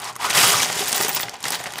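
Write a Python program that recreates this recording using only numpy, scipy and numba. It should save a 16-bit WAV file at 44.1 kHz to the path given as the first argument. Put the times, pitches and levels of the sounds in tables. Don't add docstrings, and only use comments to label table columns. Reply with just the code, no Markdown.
import sys
import numpy as np
from scipy import signal
from scipy.fft import rfft, irfft
from scipy.io import wavfile
from scipy.ndimage import map_coordinates
from numba import njit

SR = 44100
rng = np.random.default_rng(int(sys.argv[2]) if len(sys.argv) > 2 else 0)


def nominal_scale(level):
    x = np.asarray(level, float) / 20
    return 10 ** x


def unload_audio(sound):
    columns = np.transpose(np.atleast_2d(sound))
    steps = np.round(np.clip(columns, -1, 1) * 32767)
    wavfile.write(sys.argv[1], SR, steps.astype(np.int16))


N = 79380

# (pitch [Hz], level [dB], time to fade 60 dB [s])
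TRAY_MODES = [(131.8, -17.5, 0.17), (171.5, -19.5, 0.42), (280, -6, 0.021), (423, -11.5, 0.24),
              (596.5, -10.5, 0.19), (828, -2.5, 0.1), (1114, 4, 0.019), (1547, -4.5, 0.11),
              (1817, 5.5, 0.023)]
# (time [s], pitch [Hz], boost [dB])
PALM_HOLLOW = [(0, 1025, 10), (.2, 1010, 12.5), (.25, 1130, 16.5), (.29, 1580, 4.5), (.45, 1340, 11),
               (.55, 1180, 5.5), (.66, 900, 4)]
TRAY_DRIFT = 0.079
STONE_CYCLES, CYCLES_SCATTER = 26, 0.45


def unit(x):
    return x / np.sqrt(np.mean(x ** 2))


def read(table, hz):
    table = np.array(table)
    return np.interp(np.log(hz), np.log(table[:, 0]), table[:, 1])


@njit
def ring(at, hz, t60, size):
    out = np.zeros(N)
    for k in range(len(at)):
        turn = np.exp(2j * np.pi * hz[k] / SR - np.log(1000.) / (t60[k] * SR))
        z = size[k] + 0j
        start = max(int(at[k] * SR), 0)
        for j in range(start, min(start + int(t60[k] * SR), N)):
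            out[j] += z.imag
            z *= turn
    return out


def strike(at, size, modes, drift=TRAY_DRIFT):
    hz, db, t60 = np.array(modes, float).T
    chance = rng.standard_normal((len(at), 2, len(hz)))
    mode_hz = hz * (1 + drift * chance[:, 0])
    mode_size = size[:, None] * nominal_scale(db + 1.46 * chance[:, 1])
    rows = np.broadcast_arrays(at[:, None], mode_hz, t60, mode_size)
    return ring(*(np.ascontiguousarray(r).ravel() for r in rows))


def walk(rate_hz):
    steps = rng.standard_normal(1000)
    return np.interp(np.arange(N) / SR * rate_hz, np.arange(len(steps)), steps)


def rustle():
    contacts = 7000
    clump_hz, clump_db = 91, 0.14
    ticks_db, drum_db = -1, -12
    dull_hz, soft_dull = 9000, 0.64
    palm_damp = 0.34
    # (pitch [Hz], level [dB])
    stones = [(700, 2), (1400, -4.5), (2200, -0.5), (3000, 2), (4200, -1), (5800, -0.6), (8500, -3),
              (15000, -12)]

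    at = rng.random(contacts) * N / SR
    push_db, tilt_db, scatter_db = effort(at)
    steady = np.sqrt(np.mean(nominal_scale(push_db) ** 2))
    db = push_db + clump_db * walk(clump_hz)[(at * SR).astype(int)]
    db = db + scatter_db * (np.minimum(rng.exponential(size=contacts), 3.4) - 1.3)

    hz = 700 * (15500 / 700) ** rng.random((contacts, 3))
    t60 = STONE_CYCLES / hz * np.exp(CYCLES_SCATTER * rng.standard_normal(hz.shape))
    mode_db = db[:, None] + read(stones, hz) + patches(at, hz)
    mode_db = mode_db + tilt_db[:, None] * np.log2(hz / 2000)
    gentle_db = np.minimum(push_db + 10, 0)[:, None]
    mode_db = mode_db + soft_dull * gentle_db * np.maximum(np.log2(hz / dull_hz), 0)
    size = nominal_scale(mode_db) * np.sqrt(hz / t60)
    ticks = ring(np.repeat(at, 3), hz.ravel(), t60.ravel(), size.ravel())
    ticks = signal.sosfilt(signal.butter(2, 480, "high", fs=SR, output="sos"), ticks)

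    s, _, palm_db = np.array(PALM_HOLLOW).T
    tap_db = db - palm_damp * np.interp(at, s, palm_db)
    taps = contacts // 5
    drum = strike(at[:taps], nominal_scale(tap_db[:taps]) * rng.choice([-1., 1.], taps), TRAY_MODES)
    return steady * (nominal_scale(ticks_db) * unit(ticks) + nominal_scale(drum_db) * unit(drum))


def effort(at):
    edge_s = 0.0062
    push_scatter_db, tumble_scatter_db = -1, -0.5
    # (time [s], level [dB], brightness [dB per octave])
    push = [(0, -31.5, -4.5), (0.042, -27.5, -1), (0.097, -26.5, -2), (.135, -43, -2.5), (.18, -41, -3),
            (.21, -25.5, 0), (0.345, -20, -3), (0.368, -11, 0.7), (.5, -13, 2.1), (.58, -17, -0.1),
            (.71, -24, 0.7), (.8, -22.5, 1.8), (1.04, -29, 2.5), (1.13, -26, 1.8), (1.27, -30.5, -3),
            (1.39, -39.5, -3), (1.46, -28.5, -0.3), (1.8, -32.5, -3.5)]
    # (start [s], length [s], level [dB], brightness [dB per octave])
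    tumbles = [(0.243, 0.022, -20, -0.5), (0.301, 0.0091, -20.5, 3.5), (0.349, 0.0087, -16, 3),
               (0.37, 0.02, -19, 4), (0.427, 0.022, -16.5, -2), (0.199, 0.0075, -32, -5),
               (0.331, 0.011, -25.5, 13), (0.617, 0.015, -18, 1.5), (0.778, 0.026, -24.5, -0.5),
               (0.875, 0.011, -25, 4.5), (0.915, 0.004, -27, 7), (0.932, 0.0056, -24, -3),
               (0.945, 0.035, -22, 2.5), (0.997, 0.011, -17.5, -1), (1.02, 0.039, -21.5, 1.2),
               (1.082, 0.021, -21, -2.5), (1.146, 0.01, -24, 0.5), (1.164, 0.0097, -20.5, 0.8),
               (1.196, 0.017, -31, 9.5), (1.227, 0.0086, -25.5, 0.7), (1.332, 0.012, -29, -4.5),
               (1.442, 0.0042, -24, -2), (1.458, 0.015, -29, 2.5), (1.482, 0.005, -27, 2.5),
               (1.522, 0.034, -24, 0.8), (1.592, 0.023, -29.5, -1.5), (1.663, 0.0087, -23.5, -4),
               (1.77, 0.012, -27, -3)]

    s, push_db, push_tilt_db = np.array(push, float).T
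    power = nominal_scale(np.interp(at, s, push_db)) ** 2
    tilt_db = np.interp(at, s, push_tilt_db) * power
    scatter_db = push_scatter_db * power
    for start, length, tumble_db, tumble_tilt_db in tumbles:
        rise = (at - start) / edge_s + 1
        fall = (start + length - at) / edge_s / 2 + 1
        extra = (nominal_scale(tumble_db) * np.clip(np.minimum(rise, fall), 0, 1)) ** 2
        power = power + extra
        tilt_db = tilt_db + extra * tumble_tilt_db
        scatter_db = scatter_db + extra * tumble_scatter_db
    return 10 * np.log10(power), tilt_db / power, np.clip(scatter_db / power, 0, 6)


def patches(at, hz):
    patch_hz, patch_db = 22.34, 0.54
    palm_octaves, group_octaves = 0.29, 0.12
    # (middle [s], length [s], pitch [Hz], boost [dB])
    grinds = [(0.4, 0.039, 2400, 1), (0.392, 0.014, 2000, -3), (0.45, 0.05, 8100, 2.5),
              (0.364, 0.026, 1200, 1), (0.498, 0.018, 1160, 7.5), (0.488, 0.033, 3140, 5),
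              (.545, 0.016, 1180, 16), (0.581, 0.027, 5760, 10), (.632, 0.016, 3900, -2),
              (0.289, 0.021, 1500, 14), (0.64, 0.038, 6400, 9), (1.17, 0.011, 5100, 10),
              (1.46, 0.016, 2070, 13), (1.545, 0.036, 3980, 9.5)]

    busy = rng.standard_normal((200, 40))
    place = np.broadcast_arrays(at[:, None] * patch_hz, 2 * (hz / 100) ** 0.5)
    boost_db = patch_db * map_coordinates(busy, place, order=1)
    for mid, length, pitch_hz, db in grinds:
        late = (at[:, None] - mid) / length
        off = np.log2(hz / pitch_hz) / group_octaves
        boost_db = boost_db + db * np.exp(-2 * late ** 2 - off ** 2 / 2)
    s, palm_hz, palm_db = np.array(PALM_HOLLOW, float).T
    away = np.log2(hz / np.interp(at, s, palm_hz)[:, None]) / palm_octaves
    return boost_db + np.interp(at, s, palm_db)[:, None] * np.exp(-away ** 2 / 2)


def clacks():
    side_modes_db, crack_db, thud_db = -11, -3.5, -26
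    crack_s, crack_octaves = 0.0022, 0.8
    # (time [s], peak level [dB],
    # stone pitch [Hz])
    early = [(0.2128, -18, 2080), (0.2319, -13, 2230), (0.251, -18, 1810), (0.3042, -7.5, 2410),
             (0.6233, -8, 3120), (0.7006, -13.5, 2120), (0.7274, -12, 4640), (0.9203, -24.5, 7900),
             (0.9792, -4, 7900), (1.023, -17, 4700), (1.048, -3.5, 6100), (1.103, -18, 2140)]
    bright = [(0.019, -17, 13570), (0.1268, -27, 6700), (0.1333, -29, 6600), (0.1551, -21, 6300),
              (0.1635, -15, 9900), (0.3662, -8, 6360), (0.6004, -6.5, 5550), (0.627, -11, 5700),
              (0.7936, -8.5, 7700), (0.8822, -9, 6850), (0.8941, -5, 8100), (1.0255, -3, 8400),
              (1.0342, -7, 5860), (1.0828, -5, 8500), (1.092, -4, 10300), (1.2942, -13, 5500),
              (1.405, -24, 8500), (1.428, -15, 7000), (1.4827, -11, 8800), (1.505, -2.5, 9300),
              (1.6395, -13.5, 9360), (1.7059, -24, 6500), (1.722, -18, 6800), (1.7837, -11, 11100)]
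    late = [(1.1646, -19, 5200), (1.1997, -12, 1960), (1.231, -8, 3540), (1.284, -16, 2100),
            (1.3551, -19.5, 2470), (1.4407, -9, 4160), (1.455, -11.5, 1780), (1.4829, -11, 5700),
            (1.5216, -6.5, 5860), (1.532, -16, 1890), (1.546, -11.5, 4400), (1.5496, -24, 5770),
            (1.5953, -19, 5270), (1.6585, -16.5, 2150), (1.7369, -19.5, 2090), (1.7574, -15.5, 2770),
            (1.7856, -13.5, 1960)]
    # (time [s], peak level [dB], stone pitch [Hz])
    others = [
        (.9282, 1, 8500),
        (.9282, -5, 4750),
        (1.0107, -2, 9800),
        (1.0104, -9, 1900),
        (.6015, -6, 2330),
              (.001, -17.5, 9000), (0.0327, -18, 1980), (.044, -15.5, 8540), (0.099, -27, 6040),
              (0.1563, -28, 1500), (.163, -20, 1087), (.195, -25.5, 950), (0.2995, -10, 9000),
              (0.3295, -12, 2800), (0.348, -10, 1790), (.3742, -19, 3400), (.378, 0, 3230),
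              (0.383, -5, 2600), (0.3903, -2, 2950), (.4375, -4, 1770), (0.4637, -10, 4400),
              (0.6306, -2.5, 3320), (0.6474, -6.5, 4130), (0.7936, -11.5, 3800), (0.8193, -10.5, 2940),
              (0.9327, -14, 4000), (0.9796, -14, 4500), (1.0675, -12.5, 2080), (1.1297, -13, 9500),
              (1.148, -15, 6850), (1.3416, -20, 4400), (1.3662, -28, 5500), (1.4541, -12, 6030),
              (1.641, -21, 1900), (1.6893, -27, 1680), (1.7365, -17, 6890), (1.789, -15, 4000)]

    at, db, hz = np.array(early + late + bright + others, float).T
    chance = rng.standard_normal((len(at), 8))
    side = np.array([0, 1, 1, 1])
    pitch = np.clip(hz[:, None] * np.exp(0.432 * chance[:, :4] * side), 900, 15000)
    size = nominal_scale(db[:, None] + side_modes_db * side - 6)
    t60 = STONE_CYCLES / pitch * np.exp(CYCLES_SCATTER * chance[:, 4:])
    out = ring(np.repeat(at, 4), pitch.ravel(), t60.ravel(), size.ravel())

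    t = np.arange(SR // 40) / SR
    bins_hz = np.arange(len(t) // 2 + 1) * SR / len(t) + 1
    band = np.exp(-(np.log2(bins_hz / hz[:, None]) / crack_octaves) ** 2 / 2)
    crack = irfft(rfft(rng.standard_normal((len(at), len(t)))) * band, len(t))
    crack = crack / crack.std(axis=1, keepdims=True) * np.exp(-t / crack_s)
    crack = crack * nominal_scale(db + crack_db - 5)[:, None]
    where = (at[:, None] * SR).astype(int) + np.arange(len(t))
    np.add.at(out, np.clip(where, 0, N - 1), crack)
    out = signal.sosfilt(signal.butter(2, 11500, fs=SR, output="sos"), out)
    return out + strike(at, nominal_scale(db + thud_db) / 2, TRAY_MODES[3:])


def thuds():
    # (time [s], peak level [dB], strongest tray pitch [Hz])
    drops = [(0.249, -23, 1060), (.43, -25, 125.5), (.54, -27, 118), (.701, -20.5, 826), (.765, -25.5, 423),
             (.807, -22, 407), (.825, -23, 784), (.912, -25, 757), (.955, -23, 784), (.972, -21, 840),
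             (1.002, -21, 405), (1.0108, -22.5, 870), (1.048, -22.5, 427), (1.085, -25, 910),
             (1.105, -22.5, 980), (1.168, -21, 1000), (1.234, -24.5, 880), (1.25, -35.5, 123),
             (1.458, -27, 495), (1.455, -34, 133), (1.506, -24, 800), (1.54, -30, 800), (1.604, -25, 697),
             (1.666, -28.5, 600), (1.77, -40, 860)]
    at, db, hz = np.array(drops, float).T
    t60 = 0.075 * (400 / hz) ** 1.03
    rest_db = -6
    return ring(at, hz, t60, nominal_scale(db)) + strike(at, nominal_scale(db + rest_db), TRAY_MODES[3:7])


def glassy_stone():
    rock_db, nudge_db = -2.5, -31
    # (time [s], peak level [dB])
    rocks = [(0.8844, -14), (0.9587, -12), (1.018, -14), (1.0814, -16), (1.0919, -14), (1.1374, -20),
             (1.1478, -7.5), (1.2067, -15), (1.2194, -17.5), (1.5212, -24), (1.551, -27), (1.6, -36),
             (1.757, -36)]
    # (pitch [Hz], level [dB], time to fade 60 dB [s])
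    glassy_modes = [(14820, -4.5, 0.077), (15300, -10, .025), (14800, -7, 0.022)]
    at, db = np.array(rocks, float).T
    nudges = rng.random(160) * N / SR
    at = np.append(at, nudges)
    db = np.append(db + rock_db, effort(nudges)[0] + nudge_db)
    return strike(at, nominal_scale(db), glassy_modes, drift=0.003)


def hum():
    hz = 126.5 * (1 + 0.05 * walk(17))
    return nominal_scale(-52.5 + 3.2 * walk(7.5)) * np.sin(2 * np.pi * np.cumsum(hz) / SR)


def air():
    # (pitch [Hz], level [dB per Hz])
    air_spectrum = [(30, 1), (60, 20), (125, 6), (250, 5), (900, -1.5), (2500, -1), (7000, -63),
                    (13000, -52)]
    hz = np.maximum(np.arange(N // 2 + 1) * SR / N, 1)
    noise = irfft(rfft(rng.standard_normal(N)) * nominal_scale(read(air_spectrum, hz)), N)
    return nominal_scale(-47.5) * unit(noise)


def fading_noise(t60, db):
    t = np.arange(SR // 3) / SR
    return nominal_scale(db) * unit(rng.standard_normal(len(t)) * nominal_scale(-60 * t / t60)) / np.sqrt(len(t))


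def scene():
    stones = rustle() + clacks() + thuds() + glassy_stone()
    near = fading_noise(0.078, -14.5)
    far = signal.lfilter([0.5], [1, -0.5], fading_noise(0.66, -38))
    echoes = signal.fftconvolve(stones, near + far)[:N]
    return (stones + echoes + air() + hum())[None]


def band_limit(x):
    return signal.sosfilt(signal.butter(12, 16650, fs=SR, output="sos"), x)


def record(dry):
    x = signal.sosfilt(signal.butter(2, 116, "high", fs=SR, output="sos"), dry)
    x = np.tanh(1.013 * x) / 1.185
    x = signal.sosfilt(signal.ellip(8, 0.3, 70, 15400, fs=SR, output="sos"), x)
    return band_limit(x)


dry = scene()
out = record(dry)
unload_audio(out)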